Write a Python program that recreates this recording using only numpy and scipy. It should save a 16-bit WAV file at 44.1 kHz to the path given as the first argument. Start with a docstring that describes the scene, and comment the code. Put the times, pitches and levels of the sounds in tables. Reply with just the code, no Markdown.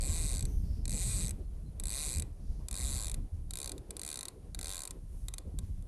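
"""On a boat at sea, line is pulled off a fishing reel in spurts, and the ratchet clicks.
Each pull spins the spool up and lets it run down with a soft whirr; the pawl drops off every tooth
and rings the reel. Two faint squeaks, two hard snaps and a few lone clicks join the pulls.
Wind buffets the microphone, water washes and slaps along the hull, and foam fizzes now and then."""
import sys
import numpy as np
from scipy import signal
from scipy.fft import rfft, irfft, next_fast_len
from scipy.io import wavfile
from scipy.ndimage import uniform_filter1d

SR = 44100
rng = np.random.default_rng(int(sys.argv[2]) if len(sys.argv) > 2 else 0)


def log_audio(samples):
    """Write samples as a 16-bit WAV file to the path given in sys.argv[1]."""
    # one column per channel
    frames = np.atleast_2d(samples).T
    # limit to full scale, then quantise
    limited = np.clip(frames, -1, 1)
    pcm = np.round(limited * 32767).astype(np.int16)
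    wavfile.write(sys.argv[1], SR, pcm)


N = 258911
TIME = np.arange(N) / SR
REFERENCE_TEETH_PER_S = 100

# wind on the microphone: t/s, relative rumble level/dB, relative buffet level/dB
WIND_LEVELS = [(0.0, -33, -48), (0.08, -34.5, -39.5), (1.23, -35.5, -40), (1.37, -42, -42),
               (1.54, -39.5, -54.5), (1.67, -44.5, -46), (1.89, -35, -45), (1.94, -43, -54.5),
               (2.21, -42, -41), (2.39, -46.5, -50), (2.5, -39, -45), (2.68, -41, -49.5), (2.94, -38, -40),
               (3.04, -41, -52.5), (3.16, -36, -41.5), (4.27, -60, -59.5), (4.59, -42.5, -47),
               (4.82, -51.5, -59.5), (4.94, -48, -53), (5.25, -39, -51), (5.43, -49.5, -55.5),
               (5.48, -45.5, -43.5), (5.79, -37, -46.5), (5.87, -47, -50.5)]
# brief lulls in the wind: t/s, half-length/s, depth/dB
WIND_LULLS = [(1.748, .03, -6.5), (2.692, 0.023, -8), (3.3, 0.03, -15), (3.62, 0.042, -5), (4.865, .03, -7)]
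# tone of the large eddies and of the small ones: f/Hz, level/dB
RUMBLE_EQ = [(10, -27.5), (22, -10), (35, 3), (55, -4), (80, -13.5), (130, -27), (300, -65)]
BUFFET_EQ = [(35, -28), (72, 5.5), (110, -5), (170, -6.5), (250, -17), (400, -27), (800, -43.5),
             (2000, -79)]
# single gusts thumping the microphone: t/s, half-length/s, f/Hz, half-width/Hz, level/dB
GUST_THUMPS = [(0.113, 0.039, 60.4, 70, -33), (0.563, .04, 50, 70, -34), (0.711, 0.042, 45, 60, -34),
               (0.941, 0.028, 149, 129, -39.5), (1.109, 0.068, 110, 40, -41.5),
               (1.25, 0.024, 101, 141, -36), (2.18, 0.038, 75, 40, -36.5), (2.183, 0.023, 202, 130, -44),
               (2.502, .05, 40.4, 60.4, -35.5), (2.866, 0.049, 40, 50, -38), (2.96, 0.047, 108, 50, -49),
               (3.341, 0.026, 64, 50, -38.5), (4.604, .04, 50, 70, -45), (5.59, 0.022, 55, 70, -35)]
# water along the hull: t/s, relative level/dB
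WATER_LEVELS = [(0.0, -51), (0.54, -59.5), (0.59, -70), (0.95, -55), (1.42, -59), (1.47, -64.5),
                (2.21, -54), (2.35, -65), (2.96, -55), (3.42, -67), (3.74, -53), (4.12, -59.5), (5.36, -66),
                (5.41, -57.5), (5.74, -75), (5.87, -60)]
# tone of the low slosh and of the brighter wash: f/Hz, level/dB
SLOSH_EQ = [(120, -30), (270, 3), (380, 3), (520, -0.5), (750, -5.5), (1500, -35.5)]
WASH_EQ = [(300, -43), (600, -7.5), (1000, 5), (1500, -2.5), (2500, -5.5), (5000, -7.5), (12000, -34.5)]
# pulls of line: start/s, end/s, teeth passed, moment of top speed/share of the pull,
# start and end speed/share of top speed, arch (1 pointed, 2 round), relative click level/dB,
# firmness of the pawl's seat (0-1), spring ping level/dB
LINE_PULLS = [(.0086, .4532, 56, .347, .596, .14, 1.975, -35.7, .82, -16),
              (.8546, 1.308, 70, .564, .112, .248, 1.706, -35.4, 1, -16),
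              (1.7986, 2.2222, 44, .546, .036, .2, 1.754, -34.3, .85, -7),
              (2.6844, 3.1428, 46, .428, .16, .179, 1.896, -35.5, .3, -10),
              (3.5079, 3.7181, 12, .499, .345, .478, 1.886, -35.2, 0, -11.5),
              (3.9068, 4.2832, 19, .48, .037, .364, 1.024, -35.5, 0, -13),
              (4.5471, 4.908, 23, .47, .072, .214, 1.469, -36.2, 0, -25)]
# modes of the reel: f/Hz, width/Hz, level with the pawl firm/dB, level with it loose/dB
REEL_MODES = [(426, 500, -23.5, -26.5), (709, 160, -22, -19), (1038, 250, -23.5, -23),
              (1310, 130, -31, -26.5), (1557, 160, -23, -22.5), (2010, 234, -19, -21),
              (2430, 283, -15, -21.5), (3660, 580, -21, -16), (3930, 384, -11.5, -14),
              (4464, 680, -16, -15.5), (5350, 190, -40, -26.5), (6234, 290, -16.5, -17),
              (7225, 630, -9.5, -13.5), (7934, 540, 0, -9.5), (8180, 1100, -4.5, -23.5),
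              (8785, 240, -6.5, -6.5), (9170, 160, -18, -11.5), (10050, 250, -19.5, -16),
              (11140, 390, -15, -17), (12450, 780, -35, -20.5)]
# tone of the pawl's chatter after it lands: f/Hz, level/dB
CHATTER_EQ = [(300, -21), (1600, -27), (2450, -10), (2900, -19), (3250, -21.5), (4000, -5), (5500, -11),
              (6300, -5), (6750, -10), (7900, -10.5), (9600, -1), (10700, -4.5), (12000, -13.5),
              (13500, -13)]
# tone of the spool and running line: f/Hz, level/dB
WHIRR_EQ = [(150, -16), (300, 5.5), (450, 2), (600, -0.5), (1000, 0), (1500, -8.5), (2500, -10),
            (5000, -16.5), (12000, -13.5)]
# close reflections off the rail and the angler's jacket: delay/s, level/dB
NEAR_ECHOES = [(.0037, -14.5), (.0066, -23.5)]
# patches of fizzing foam: t/s, half-length/s, f/Hz, half-width/Hz, level/dB
FOAM_PATCHES = [(0.438, 0.22, 6100, 790, -65), (.55, 0.13, 9500, 1100, -70), (.54, .18, 11800, 900, -73),
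                (0.733, 0.18, 5050, 1100, -70), (2.524, .22, 5400, 2500, -74.5),
                (5.2, 0.16, 9900, 3300, -70), (5.2, 0.15, 6200, 2000, -79)]
# waves slapping the hull: t/s, half-length/s, f/Hz, level/dB
HULL_SLAPS = [(0.481, 0.075, 384, -54), (1.394, 0.056, 274, -51), (2.614, .03, 960, -68.5),
              (3.608, 0.043, 390, -56), (3.754, 0.095, 360, -52.5), (3.952, 0.099, 417, -57),
              (4.369, .06, 370, -57.5), (4.963, 0.047, 346, -56.5), (5.474, 0.04, 460, -57)]
# thin squeaks between pulls: t/s, half-length/s, f/Hz, half-width/Hz, level/dB
THIN_SQUEAKS = [(1.455, 0.043, 4230, 100, -82), (1.675, 0.0298, 4110, 130, -76.5)]
# hard snaps of the pawl: t/s, peak level/dB
PAWL_SNAPS = [(2.1801, -37), (2.1978, -21)]
# single teeth slipping past: t/s, relative level/dB
TOOTH_SLIPS = [(3.7797, -47.5), (4.3043, -68), (5.2837, -36.5), (5.3384, -36.5), (5.3824, -37),
               (5.5876, -39), (5.8243, -60)]
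# thinner tone of a slipping tooth: f/Hz, level/dB
SLIP_EQ = [(1200, -0.5), (2500, -0.5), (3900, 1), (5000, -0.5), (8000, 0), (12500, 2.5)]
# the microphone's response and the tone of its hiss: f/Hz, level/dB
MICROPHONE_EQ = [(20, 0.5), (11000, 0), (12000, 3), (12600, -9), (13200, -14.5), (14000, -32)]
HISS_EQ = [(500, 4), (3000, -14), (6000, 2), (8200, 2), (9500, 10), (11000, 7), (12000, 3), (13000, -40)]


def gain_of(db):
    """Decibels to amplitude."""
    return 10 ** (np.asarray(db) / 20)


def unit_rms(x):
    """Scales to rms 1."""
    return x / np.sqrt(np.mean(x ** 2) + 1e-20)


def equalise(x, curve):
    """Filters the last axis by an EQ curve of f/Hz, level/dB."""
    hz, db = np.transpose(curve)
    bins = np.fft.rfftfreq(x.shape[-1], 1 / SR)
    response = gain_of(np.interp(np.log(bins + 1), np.log(hz + 1), db))
    return irfft(rfft(x) * response, x.shape[-1])


def noise(curve):
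    """Steady noise of rms 1, shaped by an EQ curve."""
    return unit_rms(equalise(rng.standard_normal(N), curve))


def levelled(x, seconds):
    """Irons out the chance swells of a noise that last longer than the given time."""
    size = max(int(seconds * SR), 2)
    power = uniform_filter1d(uniform_filter1d(x ** 2, size), size)
    return x / np.sqrt(abs(power) + 1e-9)


def add(mix, at, sound):
    """Mixes a sound in at a time in seconds."""
    part = mix[max(round(at * SR), 0):][:len(sound)]
    part += sound[:len(part)]


def swell(at, half_length, hz, half_width, db):
    """A band of noise that fades in, peaks at the given time and fades out."""
    t = np.arange(-half_length * 1.5, half_length * 1.5, 1 / SR)
    size = next_fast_len(len(t))
    bins = np.fft.rfftfreq(size, 1 / SR)
    bell = np.exp(-2 * ((bins - hz) / half_width) ** 2)
    band = irfft(bell * np.exp(2j * np.pi * rng.random(len(bins))), size)[:len(t)]
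    fade = np.exp(-2 * (t / half_length) ** 2)
    out = np.zeros(N)
    add(out, at + t[0], gain_of(db) * levelled(unit_rms(band), 0.068) * fade)
    return out


def flutter(slow_hz, fast_hz, count=24):
    """A random waver of rms 1 between two rates."""
    t = TIME[::64, None]
    waves = np.sin(2 * np.pi * (np.geomspace(slow_hz, fast_hz, count) * t + rng.random(count)))
    return np.interp(TIME, t[:, 0], unit_rms(waves.sum(1)))


def wander(shape, teeth=7):
    """Random values of spread 1 that drift slowly from tooth to tooth."""
    draws = rng.standard_normal((shape[0] + 2 * teeth, shape[1]))
    return uniform_filter1d(draws, teeth, 0)[teeth:-teeth] * np.sqrt(teeth)


def wind(flutter_db=2.5, rumble_flutter_share=0.28, buffet_trim_db=-1):
    """Eddies push on the microphone: large slow ones rumble, small ones buffet, a few thump."""
    times, low_db, high_db = np.transpose(WIND_LEVELS)
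    eddies_db = flutter_db * flutter(7, 20)
    lulls_db = sum(db * np.exp(-((TIME - at) / half_length) ** 2) for at, half_length, db in WIND_LULLS)
    rumble_db = np.interp(TIME, times, low_db) + rumble_flutter_share * eddies_db
    buffet_db = np.interp(TIME, times, high_db) + buffet_trim_db + eddies_db
    rumble = levelled(noise(RUMBLE_EQ), 0.059) * gain_of(rumble_db)
    buffet = levelled(noise(BUFFET_EQ), 0.032) * gain_of(buffet_db)
    thumps = sum(swell(*row) for row in GUST_THUMPS)
    return (rumble + buffet) * gain_of(lulls_db) + thumps


def water(lapping_db=2.14, slosh_trim_db=-4, wash_db=-77, wash_follows=0.39, calm_db=-63.5):
    """Water sloshes along the hull; a brighter wash rides the same swells more gently."""
    level_db = np.interp(TIME, *np.transpose(WATER_LEVELS)) + lapping_db * flutter(3, 10)
    slosh = noise(SLOSH_EQ) * gain_of(level_db + slosh_trim_db)
    wash = noise(WASH_EQ) * gain_of(wash_db + wash_follows * (level_db - calm_db))
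    return slosh + wash


def spool_speed(start, end, teeth, top_at, start_share, end_share, arch):
    """One pull spins the spool up and lets it run down. Gives times and teeth per second."""
    t = np.arange(start, end, 1 / SR)
    progress = np.linspace(0, 1, len(t))
    from_top = np.interp(progress, [0, top_at, 1], [1, 0, 1])
    edge_share = np.where(progress < top_at, start_share, end_share)
    contour = 1 - (1 - edge_share) * from_top ** arch
    return t, contour * round(teeth) / (np.mean(contour) * (end - start))


def reel_ring(t, speed, firmness, ping_db, spring_hz=10680, spring_width_hz=600):
    """The pawl's strike rings the reel's modes and pings its own spring. One row per tooth."""
    drift, uneven, detune = .25, .11, .002  # shares
    body_top_hz, body_db_per_doubling = 3000, 0.07
    spring = (spring_hz, spring_width_hz, ping_db, ping_db)
    hz, width, firm_db, loose_db = np.transpose(REEL_MODES + [spring])
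    polarity = (-1.) ** np.arange(len(hz))  # neighbouring modes swing in opposite senses
    strength = gain_of(firmness * firm_db + (1 - firmness) * loose_db) * polarity * width ** 2
    modes = strength[:, None] * t * np.exp((2j * hz - width)[:, None] * np.pi * t)
    # the point of contact drifts as the wheel turns, and no two teeth are alike
    shape = (len(speed), len(hz))
    swing, skew = (drift * wander(shape) + uneven * rng.standard_normal(shape) for _ in range(2))
    shift_hz = detune * np.mean(hz) * rng.standard_normal((len(speed), 1))
    # faster teeth shake the body's low modes a touch harder
    doublings = np.log2(speed[:, None] / REFERENCE_TEETH_PER_S)
    body = gain_of(body_db_per_doubling * doublings * (hz < body_top_hz))
    strikes = body * (1 + swing + 1j * skew)
    return (strikes @ modes * np.exp(2j * np.pi * shift_hz * t)).real


def pawl_clicks(times, speed, level_db, firmness, ping_db, scatter_db=0.31):
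    """The pawl drops off each tooth, rings the reel, rebounds once and chatters briefly."""
    rebound_db, rebound_s, rebound_wander = -9.5, .0019, .17
    chatter_db, chatter_rise_s, chatter_decay_s = -4, .0007, .0015
    t = np.arange(1024) / SR
    ring = reel_ring(t, speed, firmness, ping_db)
    force = gain_of(level_db + scatter_db * rng.standard_normal(len(times)))
    delay = rebound_s * np.exp(rebound_wander * wander((len(times), 1)))
    bins = np.fft.rfftfreq(len(t), 1 / SR)
    rebound = irfft(rfft(ring) * np.exp(-2j * np.pi * bins * delay), len(t))
    burst = np.exp(-t / chatter_decay_s) * (1 - np.exp(-(t / chatter_rise_s) ** 2))
    chatter = equalise(rng.standard_normal(ring.shape), CHATTER_EQ) * burst
    clicks = unit_rms(ring + gain_of(rebound_db) * rebound) + gain_of(chatter_db) * unit_rms(chatter)
    # a click's level is its energy spread over 2 ms
    clicks /= np.sqrt(np.sum(clicks ** 2, 1, keepdims=True) / (.002 * SR))
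    out = np.zeros(N)
    for at, click in zip(times, clicks * force[:, None]):
        add(out, at, click)
    return out


def ratchet(trim_db=0.28):
    """Every tooth pulled past the pawl is one click; speed sets the pace, not the click's strength."""
    out = np.zeros(N)
    for *motion, level_db, firmness, ping_db in LINE_PULLS:
        t, speed = spool_speed(*motion)
        teeth_passed = np.cumsum(speed) / SR
        times = np.interp(np.arange(round(teeth_passed[-1]) + 1), teeth_passed, t)
        out += pawl_clicks(times, np.interp(times, t, speed), level_db + trim_db, firmness, ping_db)
    return out


def whirr(reference_db=-62, speed_power=0.12, lag_s=0.048):
    """The turning spool and running line make a soft rush that grows with speed and lingers briefly."""
    speed = sum(np.interp(TIME, *spool_speed(*motion), left=0, right=0)
                for *motion, _, _, _ in LINE_PULLS)
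    pole = np.exp(-1 / (lag_s * SR))
    envelope = signal.lfilter([1 - pole], [1, -pole], (speed / REFERENCE_TEETH_PER_S) ** speed_power)
    return gain_of(reference_db) * envelope * noise(WHIRR_EQ)


def with_reflections(x):
    """Close reflections off rail and jacket lengthen each click a little."""
    out = x.copy()
    for delay, db in NEAR_ECHOES:
        add(out, delay, gain_of(db) * x)
    return out


def deck_tail(x, t60_s=0.29, rise_s=0.0066, send_db=-27):
    """Rail, deck and cabin throw back a faint, dull tail; the rest is lost over open water."""
    t = np.arange(SR // 2) / SR
    tail = rng.standard_normal(len(t)) * gain_of(-60 * t / t60_s) * (1 - np.exp(-t / rise_s))
    tail /= np.linalg.norm(tail)
    tail = equalise(tail, [(300, 11), (1000, 26), (2000, 13), (4000, 5), (9000, -3)])
    return signal.fftconvolve(gain_of(send_db) * x, tail)[:N]


def foam():
    """Patches of foam fizz in soft, high swells."""
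    return sum(swell(*row) for row in FOAM_PATCHES)


def slaps(half_width_hz=220):
    """Waves hit the hull with short, hollow slaps."""
    return sum(swell(at, half_length, hz, half_width_hz, db) for at, half_length, hz, db in HULL_SLAPS)


def squeaks():
    """Two faint, narrow-band squeaks between pulls."""
    return sum(swell(*row) for row in THIN_SQUEAKS)


def snaps(decay_s=0.00025):
    """The pawl catches hard: a very short, bright crack."""
    t = np.arange(512) / SR
    out = np.zeros(N)
    for at, db in PAWL_SNAPS:
        crack = equalise(rng.standard_normal(len(t)), CHATTER_EQ) * np.exp(-t / decay_s)
        add(out, at, gain_of(db) * crack / np.max(abs(crack)))
    return out


def slips(teeth_per_s=20, trim_db=0.8):
    """The creeping spool lets the pawl down lightly, in lone, thinner clicks."""
    times, level_db = np.transpose(TOOTH_SLIPS)
    speed = np.full(len(times), teeth_per_s)
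    clicks = pawl_clicks(times, speed, level_db + trim_db, firmness=0.065, ping_db=-30)
    return equalise(clicks, SLIP_EQ)


def scene():
    """The reel up close, over a bed of wind and sea, in mono."""
    reel = with_reflections(ratchet() + slips() + snaps()) + squeaks()
    return (reel + deck_tail(reel) + whirr() + wind() + water() + slaps() + foam())[None]


def record(dry):
    """A small microphone with a dull top, its own hiss and a steep high cut."""
    hiss_db, cutoff_hz = -74.5, 13700
    heard = equalise(dry, MICROPHONE_EQ) + gain_of(hiss_db) * noise(HISS_EQ)
    high_cut = signal.firwin(255, cutoff_hz, window=("kaiser", 9), fs=SR)
    return signal.oaconvolve(heard, high_cut[None], "same")


dry = scene()
out = record(dry)
log_audio(out)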